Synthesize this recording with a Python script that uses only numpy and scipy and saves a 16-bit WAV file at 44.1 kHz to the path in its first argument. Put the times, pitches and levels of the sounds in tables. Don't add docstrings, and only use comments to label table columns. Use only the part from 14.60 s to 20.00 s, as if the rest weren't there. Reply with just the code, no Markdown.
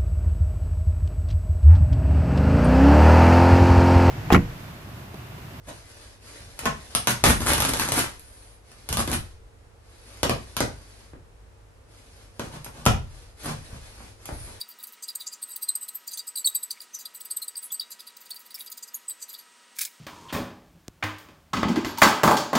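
import sys
import numpy as np
from scipy import signal
from scipy.fft import rfft, irfft
from scipy.io import wavfile

SR = 44100
rng = np.random.default_rng(int(sys.argv[2]) if len(sys.argv) > 2 else 0)


def dump(signal):
    limited = np.clip(np.atleast_2d(signal).T, -1, 1)
    pcm = np.round(limited * 32767).astype(np.int16)
    wavfile.write(sys.argv[1], SR, pcm)


N = 238168
SPAN = np.arange(-1200, 2640) / SR

# (frequency [Hz], relative level [dB])
AIR_COLOUR = [(40, -30), (130, -19.5), (220, -8), (480, -2.5), (660, -5.5), (1400, -1), (4000, -3.5),
              (9000, -7.5), (12500, -21.5), (15500, -20)]
# (frequency [Hz], correlation [0-1])
AIR_LIKENESS = [(60, 0.38), (2000, 1)]
# (centre [Hz], width [Hz], level [dB])
MACHINE_DRONES = [(203, 13.5, -84.5), (237.8, 15.5, -81), (1261, 18, -77), (1275, 65, -68),
                  (8340, 360, -67.5)]
# (harmonic [number], level [dB])
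WHINE_PARTIALS = [(1, -69.5), (2, -70), (3, -73.5)]
# (time [s], length [s], force [dB], angle round the joint [degrees])
FILE_STROKES = [(0.006, 0.01, -31, 315.5), (0.096, 0.02, -45, -4), (0.196, 0.022, -45, -7),
                (0.239, 0.0062, -30, 266), (0.278, 0.014, -44.5, 15), (0.333, 0.014, -47, 1),
                (0.433, 0.013, -33.5, 87), (0.486, 0.012, -31.5, 348.5), (0.553, 0.0061, -27, 106.5),
                (0.605, 0.014, -34.5, 347.5), (0.667, 0.01, -34, 49), (0.725, 0.014, -36.5, 43),
                (0.826, 0.014, -30.5, 183), (0.894, 0.026, -36, 196), (0.961, 0.0087, -29.5, 239),
                (1.026, 0.013, -27, 198), (1.087, 0.0067, -19, 144), (1.155, 0.007, -22.5, 135),
                (1.221, 0.02, -34, 152), (1.284, 0.0084, -30.5, 222), (1.345, 0.016, -40, 182),
                (1.476, 0.011, -31.5, 19), (1.515, 0.011, -36.5, 360), (1.532, 0.01, -33.5, 48),
                (1.577, 0.0081, -30.5, 366), (1.591, 0.007, -28.5, 36), (1.676, 0.012, -31, 111),
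                (1.758, 0.005, -27, 190), (1.773, 0.019, -28.5, 205), (1.852, 0.006, -29.5, 219),
                (1.869, 0.016, -23.5, 135), (1.95, 0.013, -23, 201), (2.031, 0.009, -27, 173),
                (2.108, 0.0099, -29, 5), (2.214, 0.017, -41, 362), (2.347, 0.01, -35.5, 44),
                (2.398, 0.018, -38, 29), (2.455, 0.0089, -32.5, 362), (2.55, 0.017, -38.5, 206),
                (2.607, 0.013, -35.5, 214), (2.654, 0.012, -36, 205), (2.708, 0.012, -27, 192),
                (2.769, 0.01, -25.5, 148), (2.824, 0.011, -32, 221), (2.883, 0.0068, -28, 208),
                (2.97, 0.01, -29, 177), (3.026, 0.013, -38, 210), (3.12, 0.0092, -27, 133),
                (3.139, 0.015, -31.5, 119), (3.207, 0.015, -34, 328), (3.315, 0.014, -35, 12),
                (3.399, 0.013, -39.5, 348.5), (3.473, 0.017, -39.5, 5), (3.568, 0.0076, -41, 15),
                (3.612, 0.014, -46, 8), (3.659, 0.0091, -43, 3), (3.708, 0.009, -30.5, 312),
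                (3.76, 0.0087, -38, 348), (3.804, 0.015, -48, 15), (3.857, 0.011, -47, 5),
                (3.908, 0.011, -43.5, 348), (3.951, 0.0091, -36.5, 17), (4.003, 0.011, -37.5, 349),
                (4.067, 0.011, -38.5, -3), (4.119, 0.0065, -33, 15), (4.178, 0.012, -38, 13),
                (4.229, 0.0085, -34, 84), (4.279, 0.011, -44.5, 47), (4.35, 0.012, -37.5, 242),
                (4.493, 0.024, -33, 188), (4.615, 0.024, -36, 90), (4.694, 0.015, -38.5, 11),
                (4.738, 0.013, -37.5, 349), (4.794, 0.021, -43, 2)]
# (best angle [degrees], spread [degrees], weight at that angle [dB], loss far from it [dB])
ANGLE_COUPLING = [(334.2, 27, -1, 16), (62.7, 74.6, -1, 26.5), (139, 85, 3, 22), (293, 15, -2.5, 14.5),
                  (253.6, 15.8, 1.23, 13.5)]
# (frequency [Hz], width [Hz], relative level [dB])
ROD_MODES = [(3557, 570, -13.5), (3962, 230, 0), (4510, 420, -7), (4763, 265, 2)]
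BLADE_MODES = [(4824, 315, 2.5), (6180, 270, -2), (7120, 1100, -4), (7550, 230, -5.5)]
SOCKET_MODES = [(8120, 395, 4), (8250, 174, 4.5), (12210, 350, -8.5), (12850, 290, -6), (13010, 220, -6)]
JAW_MODES = [(8940, 480, 12.2), (9760, 290, 12)]
# (frequency [Hz], relative level [dB])
TEETH_COLOUR = [(1200, -37), (2500, -8.5), (4800, -21), (8500, -13.5), (11500, 8), (13000, 7),
                (14000, -0.5), (15700, 3.5)]
# (time [s], length [s], pitch [Hz], level [dB])
FILE_SQUEALS = [(0.015, 0.0032, 4800, -28.5), (1.091, 0.012, 4070, -31.5), (1.356, 0.011, 13100, -31),
                (1.758, 0.0037, 4650, -32.5), (1.777, 0.012, 4025, -35.5), (1.85, 0.007, 4440, -22),
                (1.862, 0.0066, 7930, -16), (1.874, 0.0048, 3877, -19.5), (1.952, 0.0047, 12800, -21),
                (2.109, 0.0028, 4690, -24.5), (2.206, 0.0026, 4720, -34), (2.351, 0.021, 6070, -35),
                (2.706, 0.0062, 4510, -42.5), (2.825, 0.01, 4190, -34), (2.958, 0.0047, 4700, -35.5),
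                (3.109, 0.0094, 3430, -43.5), (3.199, 0.0039, 4680, -23), (3.948, 0.0066, 5420, -36.5),
                (4.346, 0.0042, 6880, -30), (4.487, 0.0084, 8150, -28.5)]
# (time [s], level [dB])
TOOTH_TICKS = [(0.09, -31), (0.229, -27), (0.271, -30), (0.324, -34), (1.575, -29), (3.695, -38),
               (3.744, -29), (3.794, -35), (3.944, -27), (3.995, -26), (4.013, -25), (4.048, -36),
               (4.101, -28), (4.731, -30)]
# (time [s], level [dB])
ROD_CLINKS = [(.382, -59), (2.17, -54), (3.98, -51.5), (5.217, -47.5), (5.275, -50.5)]
# (time [s], length [s], from [Hz], to [Hz], level [dB])
SLIDING_SCRAPES = [(0.675, 0.011, 6360, 7200, -32), (1.542, 0.016, 9900, 8600, -37.5),
                   (3.048, 0.02, 10700, 10300, -37.5), (4.35, 0.015, 13500, 11200, -33.5)]
# (time [s], length [s], level [dB])
GLOVE_SCUFFS = [(3.987, 0.023, -47.5), (5.167, 0.026, -46.5), (5.192, 0.0098, -27), (5.216, 0.016, -24),
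                (5.253, 0.0055, -28.5), (5.27, 0.0074, -42)]
# (frequency [Hz], relative level [dB])
HANDLING_COLOUR = [(300, -46), (1000, -26), (1650, -1), (1900, -6.5), (2300, 4.5), (2900, -9), (3700, 2),
                   (15000, 2.5)]
# (time [s], level [dB])
FILE_KNOCKS = [(5.187, -20.5), (5.2159, -22.5), (5.251, -24)]
# (frequency [Hz], level against the knock [dB])
LOOSE_FILE_MODES = [(3800, -37.5), (4960, -21), (5290, -20.5)]


def gain_of(db):
    return 10 ** (np.asarray(db) / 20)


def unit_rms(x):
    return x / np.sqrt(np.mean(x ** 2) + 1e-20)


def at_level(x, db, length):
    return x * gain_of(db) * np.sqrt(length * SR / (np.sum(x ** 2) + 1e-20))


def curve_at(points, hz):
    f, value = np.transpose(points)
    return np.interp(np.log(hz + 1), np.log(f), value)


def coloured(x, spectrum):
    return irfft(rfft(x) * gain_of(curve_at(spectrum, np.fft.rfftfreq(len(x), 1 / SR))), len(x))


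def place(mix, time, sound):
    start = round((time + SPAN[0]) * SR)
    sound = sound[max(-start, 0):]
    part = mix[max(start, 0):][:len(sound)]
    part += sound[:len(part)]


def resonate(x, hz, width):
    r = np.exp(-np.pi * width / SR)
    turn = np.exp(2j * np.pi * np.cumsum(hz * np.ones(len(x))) / SR)
    return 2 * (turn * signal.lfilter([(1 - r) ** 2], [1, -2 * r, r * r], x / turn + 1e-18)).real


def wobble(hz):
    f = np.fft.rfftfreq(len(SPAN), 1 / SR)
    return unit_rms(irfft(rfft(rng.standard_normal(len(SPAN))) * np.exp(-(f / hz) ** 2)))


def grit(depth_db, rate_hz):
    return rng.standard_normal(len(SPAN)) * gain_of(depth_db * wobble(rate_hz))


def pressure(length, rise=0.41, fall=0.58):
    attack = np.exp(-(SPAN / (rise * length)) ** 2 / 2)
    return np.where(SPAN < 0, attack, 1 / np.cosh(SPAN / (fall * length)))


def burst(decay_s, colour, db, grain=1):
    noise = rng.standard_normal(len(SPAN)) * grain * np.exp(-abs(SPAN / decay_s)) * (SPAN >= 0)
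    return at_level(coloured(noise, colour), db, decay_s / 2)


def room_tone(level_db=-57.5):
    likeness = np.clip(curve_at(AIR_LIKENESS, np.fft.rfftfreq(N, 1 / SR)), 0, 1)
    mid, side = (irfft(rfft(rng.standard_normal(N)) * np.sqrt(1 + sign * likeness)) for sign in (1, -1))
    air = np.array([coloured(channel, AIR_COLOUR) for channel in (mid + side, mid - side)])
    return gain_of(level_db) * unit_rms(air)


def machine(whine_hz=960):
    t = np.arange(N) / SR
    drones = sum(gain_of(db) * unit_rms(resonate(rng.standard_normal(N), hz, width))
                 for hz, width, db in MACHINE_DRONES)
    whine = sum(gain_of(db) * unit_rms(np.sin(2 * np.pi * (k * whine_hz * t + rng.random())))
                for k, db in WHINE_PARTIALS)
    return drones + whine


def stroke_balance(force_db, angle, bite_db=-26, skate_db_per_db=0.5):
    best, spread, best_db, lost_db = np.transpose(ANGLE_COUPLING)
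    away = (angle - best + 180) % 360 - 180
    db = best_db - lost_db * (1 - np.exp(-(away / spread) ** 2))
    db[-1] += skate_db_per_db * (bite_db - force_db)
    return force_db + db - 10 * np.log10(np.sum(gain_of(db) ** 2))


def steel_ring(modes, press, length, purity, glide=0.01995, lag=0.35, detune=0.01112, uneven_db=4):
    out = 0
    cutting = grit(depth_db=3, rate_hz=200)
    for hz, width, db in modes:
        late = round(min(abs(lag * rng.standard_normal()), 1) * length * SR)
        mode_hz = hz * (1 - glide * np.tanh(SPAN / length - .5) + detune * rng.standard_normal())
        slip_hz = mode_hz * (1 + detune * wobble(hz=400))
        slip = purity * np.sin(2 * np.pi * (np.cumsum(slip_hz) / SR + rng.random()))
        drive = np.roll((cutting + slip * np.sqrt(2 * width / SR)) * press, late)
        out += gain_of(db + uneven_db * rng.standard_normal()) * resonate(drive, mode_hz, width)
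    return out


def tooth_rasp(press, ripple_db=9.5, ripple_step_hz=420):
    hiss = coloured(grit(depth_db=3, rate_hz=700) * press, TEETH_COLOUR)
    hz = np.arange(1, SR / 2, ripple_step_hz)
    ripple = np.transpose([hz, ripple_db * rng.standard_normal(len(hz))])
    return np.roll(coloured(hiss, ripple), SR // 500)


def file_stroke(length, levels_db, pure_from_db=-43, judder_db=4.5, low_cut_hz=2870):
    press = pressure(length) * gain_of(judder_db * wobble(hz=130))
    layers = [steel_ring(modes, press, length, purity=gain_of((db - pure_from_db) / 2))
              for modes, db in zip((ROD_MODES, BLADE_MODES, SOCKET_MODES, JAW_MODES), levels_db)]
    layers.append(tooth_rasp(press))
    blend = sum(at_level(layer, db, length) for layer, db in zip(layers, levels_db))
    return signal.lfilter(*signal.butter(4, low_cut_hz, "high", fs=SR), blend)


def squeal(length, hz, sag=0.0163, jitter=0.023, overtone_db=-12):
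    slip_hz = hz * (1 - sag * np.tanh(SPAN / length) + jitter * wobble(hz=700))
    phase = 2 * np.pi * np.cumsum(slip_hz) / SR
    overtones = sum(np.sin(k * phase) * 2 / k for k in (2, 3) if k * hz < SR / 2)
    return pressure(length) * (np.sin(phase) + gain_of(overtone_db) * overtones)


def tooth_tick(db, tick_s=0.00054, skate_s=0.011, skate_db=-12, crackle_db=4):
    crackle = gain_of(crackle_db * wobble(hz=900))
    return burst(tick_s, TEETH_COLOUR, db) + burst(skate_s, TEETH_COLOUR, db + skate_db, crackle)


def rod_clink(db, hz=2270, width_hz=330, length=0.011):
    push = rng.standard_normal(len(SPAN)) * pressure(length)
    return at_level(resonate(push, hz, width_hz), db, length)


def scrape(length, from_hz, to_hz, width_share=0.21):
    sweep_hz = from_hz + (to_hz - from_hz) * (1 + np.tanh(2 * SPAN / length)) / 2
    cutting = grit(depth_db=4, rate_hz=600) * pressure(length)
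    return resonate(cutting, sweep_hz, width_share * to_hz)


def glove_scuff(length):
    rub = grit(depth_db=4, rate_hz=900) * pressure(length, rise=0.32, fall=0.81)
    return coloured(rub, HANDLING_COLOUR)


def file_knock(db, crack_s=0.0017, ring_s=0.018):
    t = np.maximum(SPAN, 0)
    modes = sum(gain_of(db + level) * np.sin(2 * np.pi * hz * t) for hz, level in LOOSE_FILE_MODES)
    return burst(crack_s, HANDLING_COLOUR, db) + modes * np.exp(-t / ring_s)


def reflections(x, t60, predelay_s=0.003, density=0.1):
    t = np.arange(SR // 2) / SR
    taps = rng.choice([-1, 1], len(t)) * (rng.random(len(t)) < density) * (t > predelay_s)
    tail = taps * gain_of(-60 * t / t60)
    return signal.fftconvolve(x, tail / np.linalg.norm(tail))[:N]


def scene(bench_db=-12, bench_t60=0.087, room_db=-19, room_t60=0.37, side_db=-30):
    bed = room_tone() + machine()
    close = np.zeros(N)
    for time, length, force_db, angle in FILE_STROKES:
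        place(close, time, file_stroke(length, stroke_balance(force_db, angle)))
    for time, length, hz, db in FILE_SQUEALS:
        place(close, time, at_level(squeal(length, hz), db, length))
    for time, db in TOOTH_TICKS:
        place(close, time, tooth_tick(db))
    for time, db in ROD_CLINKS:
        place(close, time, rod_clink(db))
    for time, length, from_hz, to_hz, db in SLIDING_SCRAPES:
        place(close, time, at_level(scrape(length, from_hz, to_hz), db, length))
    for time, length, db in GLOVE_SCUFFS:
        place(close, time, at_level(glove_scuff(length), db, length))
    for time, db in FILE_KNOCKS:
        place(close, time, file_knock(db))
    bench = gain_of(bench_db) * reflections(close, bench_t60)
    room = gain_of(room_db) * reflections(close, room_t60)
    mid = close + bench + room
    side = gain_of(side_db) * reflections(close, bench_t60)
    return np.array([mid + side, mid - side]) + bed


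def record(dry, high_cut_hz=15850):
    high_cut = signal.firwin(401, high_cut_hz, window=("kaiser", 7), fs=SR)
    return signal.oaconvolve(dry, high_cut[None], "same")


dry = scene()
out = record(dry)
dump(out)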